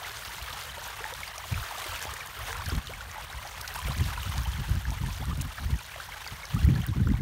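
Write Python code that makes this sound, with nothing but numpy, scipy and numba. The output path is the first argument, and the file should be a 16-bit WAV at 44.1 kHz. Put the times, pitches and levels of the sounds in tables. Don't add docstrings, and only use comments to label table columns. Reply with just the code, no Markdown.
import sys
import numpy as np
from scipy import signal
from scipy.fft import rfft, irfft
from scipy.io import wavfile
from scipy.ndimage import uniform_filter1d
from numba import njit

SR = 44100
rng = np.random.default_rng(int(sys.argv[2]) if len(sys.argv) > 2 else 0)


def wav_record(signal):
    frames = np.transpose(np.atleast_2d(signal))
    bounded = np.clip(frames, -1, 1)
    quanta = np.round(bounded * 32767).astype(np.int16)
    wavfile.write(sys.argv[1], SR, quanta)


N = 317961

# t/s, level/dB, starting f/Hz, glide/(octaves per s), t60/s
PLOP_HITS = [(0.017, -36.5, 602, 48.5, 0.24), (0.415, -24, 2880, 2, 0.012), (0.461, -30, 3220, 10, 0.016),
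             (0.478, -33, 1200, 9, 0.04), (0.504, -30, 1200, 3, 0.04), (0.698, -27.5, 3000, 9, 0.022),
             (0.717, -30, 3900, 10, 0.016), (0.771, -31.5, 910, 3, 0.063), (0.778, -37, 550, 7.5, 0.11),
             (0.927, -35, 1193, -2, 0.067), (0.989, -28, 2600, 3, 0.019), (1.005, -39.5, 400, 16, 0.19),
             (1.042, -10, 1720, 9, 0.0052), (1.052, -28.5, 852, 2.5, 0.091), (1.123, -32, 457, 29, 0.027),
             (1.137, -27, 3600, 20, 0.012), (1.232, -21, 2190, 2, 0.022), (1.2777, -24.5, 4600, 10, 0.014),
             (1.377, -39, 550, 40.5, 0.34), (1.44, -22, 1040, 24, 0.016), (1.542, -14, 2350, 30, 0.0084),
             (1.577, -15, 1310, 6, 0.01), (1.628, -18, 1530, -4, 0.01), (1.711, -23.5, 900, -6, 0.021),
             (1.752, -31, 1085, 22, 0.056), (1.778, -33, 634, 34, 0.11), (1.788, -35, 1140, 6, 0.13),
             (1.842, -25, 2110, 6, 0.02), (1.86, -36.5, 372, -2, 0.067), (1.961, -14, 2580, 0, 0.0056),
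             (1.99, -27, 4450, 10, 0.013), (2.026, -24, 1600, 5, 0.022), (2.054, -14, 625, 47, 0.0032),
             (2.091, -27, 1110, 21, 0.028), (2.131, -39, 396, 31, 0.055), (2.165, -20.5, 1900, -4, 0.015),
             (2.207, -24.5, 2300, 2, 0.022), (2.492, -41, 440, 2.5, 0.32), (2.506, -23.5, 1670, -8, 0.025),
             (2.529, -10, 1680, 4, 0.0033), (2.553, -28.5, 1014, 14, 0.04), (2.62, -25, 1090, -3, 0.025),
             (2.658, -30, 4270, 42, 0.012), (2.663, -26.5, 1780, -30, 0.032),
             (2.6993, -23, 4500, 57, 0.018), (2.7515, -27, 4130, 11, 0.014), (2.881, -27.5, 2950, 5, 0.017),
             (2.893, -37, 380, 46, 0.26), (2.935, -29, 2240, -4, 0.036), (3.007, -27.5, 1360, 25, 0.04),
             (3.182, -26, 856, 0, 0.033), (3.3, -29, 3800, 10, 0.014), (3.385, -34, 1030, -5, 0.041),
             (3.451, -27, 806, 0, 0.027), (3.6445, -27.5, 1465, 5, 0.041), (3.677, -25, 2280, 62, 0.014),
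             (3.704, -26, 1840, 5, 0.02), (3.761, -24, 800, 45, 0.035), (3.789, -27.5, 1030, -4, 0.061),
             (3.848, -22, 2400, 30, 0.0071), (3.883, -21, 513, 20, 0.012), (3.91, -24, 1130, 0, 0.015),
             (3.919, -22, 3900, 15, 0.013), (4.103, -26.5, 1270, 7, 0.026), (4.121, -32.5, 788, 45, 0.064),
             (4.175, -29, 1370, 12, 0.041), (4.176, -30, 964, -1, 0.062), (4.231, -17, 2850, 36, 0.0087),
             (4.349, -39.5, 677, 15, 0.44), (4.379, -23, 4470, 10, 0.0063), (4.455, -24, 3060, 5, 0.015),
             (4.457, -33.5, 776, 22, 0.17), (4.534, -22, 3330, -20, 0.012), (4.558, -26, 1470, 8, 0.018),
             (4.57, -27, 2080, 3, 0.016), (4.853, -17.5, 1670, 0, 0.012), (4.878, -38, 794, 33, 0.067),
             (4.918, -35, 860, 5.5, 0.11), (5.085, -34.5, 947, 10, 0.096), (5.035, -32, 910, 4, 0.045),
             (5.062, -22, 1750, 2, 0.011), (5.104, -28, 2440, 13, 0.016), (5.214, -30.5, 3340, 10, 0.02),
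             (5.199, -42, 382, 27.5, 0.12), (5.224, -31, 720, 34.5, 0.072),
             (5.31, -30.5, 1110, 15.5, 0.073), (5.4015, -28, 2430, 101, 0.018), (5.508, -47, 810, 19, 0.14),
             (5.581, -23, 1630, 43, 0.018), (5.584, -28, 1160, 44.5, 0.039), (5.605, -40, 860, -6, 0.06),
             (5.74, -28, 1850, 5, 0.018), (5.791, -25, 2450, 0, 0.012), (5.959, -28, 690, -6, 0.022),
             (6.001, -21, 1370, 41, 0.019), (6.088, -31.5, 845, 37, 0.04), (6.12, -26.5, 2160, 6, 0.023),
             (6.14, -31, 1520, 21, 0.034), (6.16, -33, 1270, 5, 0.02), (6.162, -36, 845, -1, 0.05),
             (6.244, -29.5, 2580, 1, 0.022), (6.263, -28, 780, 43, 0.025), (6.264, -28, 1340, 20, 0.025),
             (6.264, -32, 2230, -6, 0.027), (6.275, -20, 4560, 30, 0.009), (6.432, -31, 2180, 1.5, 0.053),
             (6.563, -32, 1166, 13, 0.091), (6.591, -23, 2650, 5, 0.0097), (6.687, -26, 2300, 5, 0.014),
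             (6.7515, -29, 4020, 42, 0.018), (6.759, -28, 1740, -7, 0.03), (6.817, -24, 2910, 30, 0.014),
             (6.843, -27, 1720, 44, 0.015), (6.859, -33.5, 1520, 3, 0.041),
             (6.887, -23.5, 3780, -12, 0.0091), (6.937, -30, 1110, 5, 0.025), (7.072, -17, 1290, 42, 0.012),
             (7.0845, -29, 7300, 10, 0.01), (7.102, -28.5, 1920, 22, 0.018), (7.137, -28, 794, 53, 0.03),
             (7.151, -30, 2170, 10, 0.017)]


def plops():
    onset, level_db, hz, glide, t60 = np.transpose(PLOP_HITS)
    out = np.zeros(N)
    ring_bubbles(out, np.c_[onset, from_db(level_db), hz, glide, t60])
    capped_db = np.minimum(level_db, -27)
    for lag, pitch, size, rise in rng.random((len(onset), 3, 4)).transpose(1, 2, 0):
        gurgle_hz = np.maximum(hz * 2 ** (1.5 * (pitch - .4)), 500)
        life_s = 25.4 / gurgle_hz
        gain = from_db(capped_db - 11 + 9 * (size - .5))
        ring_bubbles(out, np.c_[onset + .025 * lag, gain, gurgle_hz, .9 * rise / life_s, life_s])
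    snaps = np.c_[onset, capped_db - 12, 2 * hz]
    return out + wet_cracks(snaps, t60=.0074, grit_db=-6, width=.67, broad=.19)


@njit
def ring_bubbles(out, rows):
    for onset, gain, hz, glide, t60 in rows:
        start, phase = int(onset * SR), 0.
        attack_s = min(.0012, t60 / 8)
        for i in range(min(int(t60 * SR), len(out) - start)):
            t = i / SR
            phase += 2 * np.pi * min(hz * 2 ** (glide * t), SR / 2) / SR
            attack = 1 - np.exp(-t / attack_s)
            out[start + i] += gain * attack * 10 ** (-3 * t / t60) * np.sin(phase)


# t/s, level/dB, centre f/Hz
SLAP_HITS = [(0.25, -25, 4480), (0.423, -27.5, 3800), (0.5277, -26.5, 3500), (0.611, -32, 4610),
             (1.3803, -23, 5840), (2.0248, -33, 9360), (2.137, -29, 7040), (2.5282, -32, 5920),
             (2.6582, -29, 4760), (2.6866, -30, 9200), (2.7511, -35, 4040), (2.8709, -27.5, 3620),
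             (3.1138, -30.5, 6300), (3.327, -34, 5200), (3.4725, -32.5, 5000), (3.6105, -25.5, 4500),
             (3.6765, -25, 4700), (3.748, -35, 3660), (3.788, -32, 8900), (3.8843, -28, 8770),
             (3.9828, -26, 4340), (4.0382, -30, 4200), (4.2313, -41, 4080), (4.9038, -33, 5590),
             (5.1277, -32, 5770), (5.4105, -23, 6500), (6.2577, -34, 4300), (6.2755, -33, 6500),
             (6.4527, -30.5, 5200), (6.6323, -32, 4000), (7.1217, -36, 3650)]


def tail_slaps():
    return wet_cracks(SLAP_HITS, t60=.024, grit_db=7.5, width=.2, broad=.52)


# t/s, relative level/dB, centre f/Hz
DROP_HITS = [(0.17, -26.5, 6500), (0.429, -30, 8900), (0.8407, -27, 6900), (0.8766, -28, 11100),
             (1.1385, -25, 5900), (1.2046, -26, 8000), (1.3812, -33, 6200), (1.6215, -26, 12300),
             (1.7828, -29, 7300), (1.8227, -36, 8700), (1.842, -30, 8100), (1.8654, -30, 11600),
             (1.9583, -30, 8900), (1.9936, -29, 9300), (2.0261, -22, 9500), (2.1389, -27, 8100),
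             (2.2614, -26, 11300), (2.273, -27, 8600), (2.3912, -30, 10400), (2.5687, -30, 7000),
             (2.6876, -25, 8900), (2.7514, -28, 6700), (2.7651, -28, 8600), (3.6111, -28, 11900),
             (3.6144, -22, 7540), (3.7403, -25, 10700), (3.7552, -28, 9400), (3.761, -27, 11700),
             (3.7895, -33, 7700), (3.8865, -31, 9700), (3.9796, -25.5, 7700), (4.0062, -29, 10500),
             (4.2325, -29, 9100), (4.2992, -30, 9000), (4.3797, -24, 5400), (4.4334, -28, 10300),
             (4.6957, -27, 11000), (4.754, -29, 9900), (4.9047, -29, 5900), (5.0639, -30, 9800),
             (5.2552, -28, 7400), (5.3742, -29, 10600), (5.4109, -30, 8100), (5.4151, -22, 6750),
             (5.4189, -21.5, 9800), (5.7056, -31, 9800), (5.7878, -30, 8900), (6.5465, -28, 8800),
             (6.6501, -26.5, 12600), (6.8655, -24, 13200)]


def drop_ticks():
    return from_db(-1.4) * wet_cracks(DROP_HITS, t60=.0067, grit_db=-1, width=.45, broad=.21)


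def wet_cracks(rows, t60, grit_db, width, broad):
    out = np.zeros(N)
    size = 2600
    t = np.arange(size) / SR
    for (onset, level_db, hz), (white, grain) in zip(rows, rng.standard_normal((len(rows), 2, size))):
        grit = from_db(grit_db * grain.repeat(20)[:size])
        burst = white * grit * 10 ** (-3 * t / t60)
        r = np.exp(-np.pi * width * hz / SR)
        ring = signal.lfilter([1, 0, -1], [1, -2 * r * np.cos(2 * np.pi * hz / SR), r * r], burst)
        crack = ring / np.abs(ring).max() + broad * burst / np.abs(burst).max()
        start = round(onset * SR)
        out[start:start + size] += (from_db(level_db) * crack)[:N - start]
    return butter(out, 2, 1800, "high")


# t/s, churn level/dB, spray level/dB
FEEDING_RIDE = [(0.0, -40.5, -46.5), (0.64, -42.5, -46), (1.4, -44, -48.5), (1.57, -41.5, -45),
                (1.79, -40.5, -43.5), (2.01, -39.5, -42.5), (2.1, -40.5, -43.5), (2.33, -44, -49.5),
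                (2.47, -40, -46.5), (2.7, -41.5, -47), (2.82, -45.5, -50.5), (3.19, -44.5, -50.5),
                (3.57, -43.5, -48.5), (3.84, -40.5, -45), (4.28, -43.5, -46), (5.1, -45.5, -50),
                (5.72, -47, -49.5), (6.53, -44.5, -49), (7.07, -48, -54), (7.21, -49.5, -56.5)]
# f/Hz, relative level/dB
WATER_EQ = [(250, -17), (400, -11.5), (600, -6), (900, -0.5), (1700, 0), (3000, -7), (5000, -13.5),
            (9000, -16), (16000, -20)]


def feeding_bed():
    churn_db, spray_db = in_time(FEEDING_RIDE)
    bubbles = swarm(2400, low_hz=331, high_hz=3806, cycles=22, spread_db=2.5, rise=.78, clump_db=3)
    droplets = swarm(14000, low_hz=2743, high_hz=15940, cycles=13.7, spread_db=3.5, rise=.47, clump_db=4)
    wash = coloured(WATER_EQ) * from_db(2.5 * drift(39.4))
    low_wash = butter(wash, 2, 3500, "low")
    churn = from_db(-3.5) * bubbles + from_db(-2.5) * rms_one(low_wash)
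    spray = from_db(-.5) * droplets + from_db(2.68) * rms_one(wash - low_wash)
    return from_db(churn_db) * churn + from_db(spray_db) * spray


def swarm(count, low_hz, high_hz, cycles, spread_db, rise, clump_db):
    births = np.cumsum(from_db(clump_db * drift(14)))
    when, pitch, size, life, glide = rng.random((count, 5)).T
    onset = np.searchsorted(births, when * births[-1]) / SR
    hz = low_hz * (high_hz / low_hz) ** pitch
    t60 = cycles * (.77 + 1.26 * life) / hz
    accent_db = -spread_db * np.log(np.maximum(size, .03))
    gain = from_db(at_hz(WATER_EQ, hz) + accent_db) * hz / 1000
    out = np.zeros(N)
    ring_bubbles(out, np.c_[onset, gain, hz, rise * glide / t60, t60])
    return rms_one(out)


# f/Hz, relative level/dB
RUMBLE_EQ = [(20, -30), (32, -14.5), (45, 2), (65, 0), (95, -2.5), (140, -16)]
# f/Hz, relative level/dB
BUFFET_EQ = [(100, -6.5), (140, 1), (200, -9.5), (280, -17.5), (400, -27.5), (600, -39.5)]


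def wind():
    rumble_gain, buffet_gain = gusts(*breeze())
    rumble = compress(coloured(RUMBLE_EQ), window_s=.036)
    buffet = compress(coloured(BUFFET_EQ), window_s=.0171)
    return rumble_gain * rumble + buffet_gain * buffet


# t/s, hold/s, rumble level/dB, buffet level/dB
GUST_HITS = [(0.418, 0.023, -37.5, -62), (1.522, 0.012, -43, -35.5), (1.545, 0.062, -30.5, -55),
             (1.884, 0.064, -41, -63), (2.072, 0.056, -41.5, -56), (2.392, 0.053, -39, -63),
             (2.665, 0.018, -39, -39.5), (2.735, 0.033, -28.5, -33), (2.761, 0.02, -29, -33),
             (2.845, 0.086, -44, -51), (3.347, 0.033, -37, -58.5), (3.849, 0.022, -29.5, -39),
             (3.898, 0.017, -30, -33.5), (3.968, 0.11, -29.5, -39.5), (3.997, 0.029, -36, -31),
             (4.17, 0.024, -37, -58), (4.266, 0.032, -31.5, -40.5), (4.368, 0.046, -30, -38),
             (4.471, 0.014, -43, -40.5), (4.59, 0.023, -31.5, -33), (4.69, 0.038, -29.5, -34),
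             (4.74, 0.041, -28, -36), (4.865, 0.055, -28, -39.5), (5.014, 0.039, -30, -34),
             (5.063, 0.02, -35, -34), (5.107, 0.024, -32, -51), (5.207, 0.021, -32, -36),
             (5.271, 0.065, -29.5, -35.5), (5.382, 0.024, -32, -33), (5.447, 0.019, -34, -38),
             (5.603, 0.072, -33, -42.5), (5.7, 0.052, -29, -34.5), (6.319, 0.012, -38.5, -41.5),
             (6.542, 0.032, -34, -29.5), (6.618, 0.035, -27, -32.5), (6.67, 0.061, -28, -22.5),
             (6.723, 0.082, -31, -28), (6.825, 0.015, -32, -43), (6.886, 0.015, -31, -29),
             (6.965, 0.019, -29, -25.5), (7.004, 0.012, -24, -23), (7.056, 0.02, -25, -27.5),
             (7.086, 0.025, -26, -26.5), (7.106, 0.039, -22, -29), (7.191, 0.023, -33, -34)]


def gusts(rumble_gain, buffet_gain, swell_db_per_s=1200, die_db_per_s=702):
    t = np.arange(N) / SR
    for onset, hold, rumble_db, buffet_db in GUST_HITS:
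        near = slice(max(int((onset - .1) * SR), 0), int((onset + hold + .1) * SR))
        early = np.maximum(onset - t[near], 0)
        late = np.maximum(t[near] - onset - hold, 0)
        envelope = from_db(-swell_db_per_s * early - die_db_per_s * late)
        rumble_gain[near] = np.maximum(rumble_gain[near], from_db(rumble_db) * envelope)
        buffet_gain[near] = np.maximum(buffet_gain[near], from_db(buffet_db) * envelope)
    return rumble_gain, buffet_gain


# centre t/s, level/dB, f/Hz
EDDY_HITS = [(1.525, -20, 99), (2.68, -25, 76), (2.723, -29.5, 340), (2.733, -20, 77.5), (2.781, -26.5, 73),
             (4.015, -16, 96.5), (4.384, -27, 106), (4.488, -21, 68.6), (4.711, -16.5, 83.5),
             (4.747, -24, 90), (5.735, -19.5, 73), (6.549, -18.5, 124), (6.57, -22, 61.3),
             (6.647, -13, 72.6), (6.679, -13, 86), (6.712, -21, 164), (6.796, -20, 169), (6.889, -28, 229),
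             (6.921, -20.5, 89), (7.006, -21, 188), (7.028, -16.5, 77.4), (7.117, -14.5, 217),
             (7.133, -17.5, 109)]


def eddy_thumps(cycles=3.04):
    out = np.zeros(N + SR)
    for (centre, level_db, hz), phase in zip(EDDY_HITS, rng.random(len(EDDY_HITS))):
        size = int(cycles / hz * SR)
        start = int(centre * SR) - size // 2
        tone = np.sin(2 * np.pi * (hz * np.arange(size) / SR + phase))
        out[start:start + size] += from_db(level_db) * np.hanning(size) * tone
    return out[:N]


# t/s, rumble level/dB
BREEZE_RIDE = [(0, -50), (1.4, -49), (1.75, -55), (2.1, -49), (2.25, -55.5), (2.6, -40), (2.7, -41),
               (2.83, -50), (2.95, -42.5), (3.3, -50.5), (3.75, -46.5), (3.86, -36.5), (5.46, -35),
               (5.55, -53), (5.66, -31.5), (5.85, -51.5), (6.48, -49), (6.56, -30), (6.87, -52),
               (7.21, -27.5)]


def breeze(calm_db=-65):
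    breeze_db, = in_time(BREEZE_RIDE)
    lumps = drift(21)
    rumble_gain = from_db(breeze_db + 1.8 * lumps)
    flutter = from_db(2.45 * lumps + 2.8 * drift(24))
    buffet_gain = (from_db(calm_db) + from_db(breeze_db - 19)) * flutter
    return rumble_gain, buffet_gain


def compress(x, window_s, amount=.71):
    level = np.sqrt(uniform_filter1d(x ** 2, int(window_s * SR)) + .02)
    return rms_one(x / level ** amount)


def coloured(eq):
    hz = np.maximum(np.arange(N // 2 + 1) * SR / N, 1)
    in_band = (hz >= eq[0][0]) & (hz <= eq[-1][0])
    return rms_one(irfft(rfft(rng.standard_normal(N)) * from_db(at_hz(eq, hz)) * in_band, N))


def drift(rate_hz):
    r = np.exp(-40 * np.pi * rate_hz / SR)
    slow = signal.lfilter([1], [1, -2 * r, r * r], rng.standard_normal(N // 20 + 2002))[2000:]
    return np.interp(np.arange(N) / 20, np.arange(len(slow)), rms_one(slow))


def in_time(ride):
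    times, *columns = np.transpose(ride)
    return [np.interp(np.arange(N) / SR, times, column) for column in columns]


def at_hz(eq, hz):
    points_hz, points_db = np.transpose(eq)
    return np.interp(np.log(hz), np.log(points_hz), points_db)


def butter(x, order, hz, kind):
    return signal.sosfilt(signal.butter(order, hz, kind, fs=SR, output="sos"), x)


def from_db(db):
    return 10 ** (np.asarray(db) / 20)


def rms_one(x):
    return x / np.sqrt(np.mean(x ** 2) + 1e-20)


def scene():
    water = feeding_bed() + plops() + tail_slaps() + drop_ticks()
    return (water + wind() + eddy_thumps())[None]


# f/Hz, width/Hz, level/dB
HOUSING_EQ = [(4920, 97, -4.5), (7640, 1200, -3.5), (10400, 940, -5)]


def record(dry, low_cut_hz=37, high_cut_hz=15750):
    out = butter(dry, 3, low_cut_hz, "high")
    for hz, width, dip_db in HOUSING_EQ:
        b, a = signal.iirpeak(hz, hz / width, fs=SR)
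        out = out - (1 - from_db(dip_db)) * signal.lfilter(b, a, out)
    return signal.sosfilt(signal.ellip(12, .5, 60, high_cut_hz, fs=SR, output="sos"), out)


dry = scene()
out = record(dry)
wav_record(out)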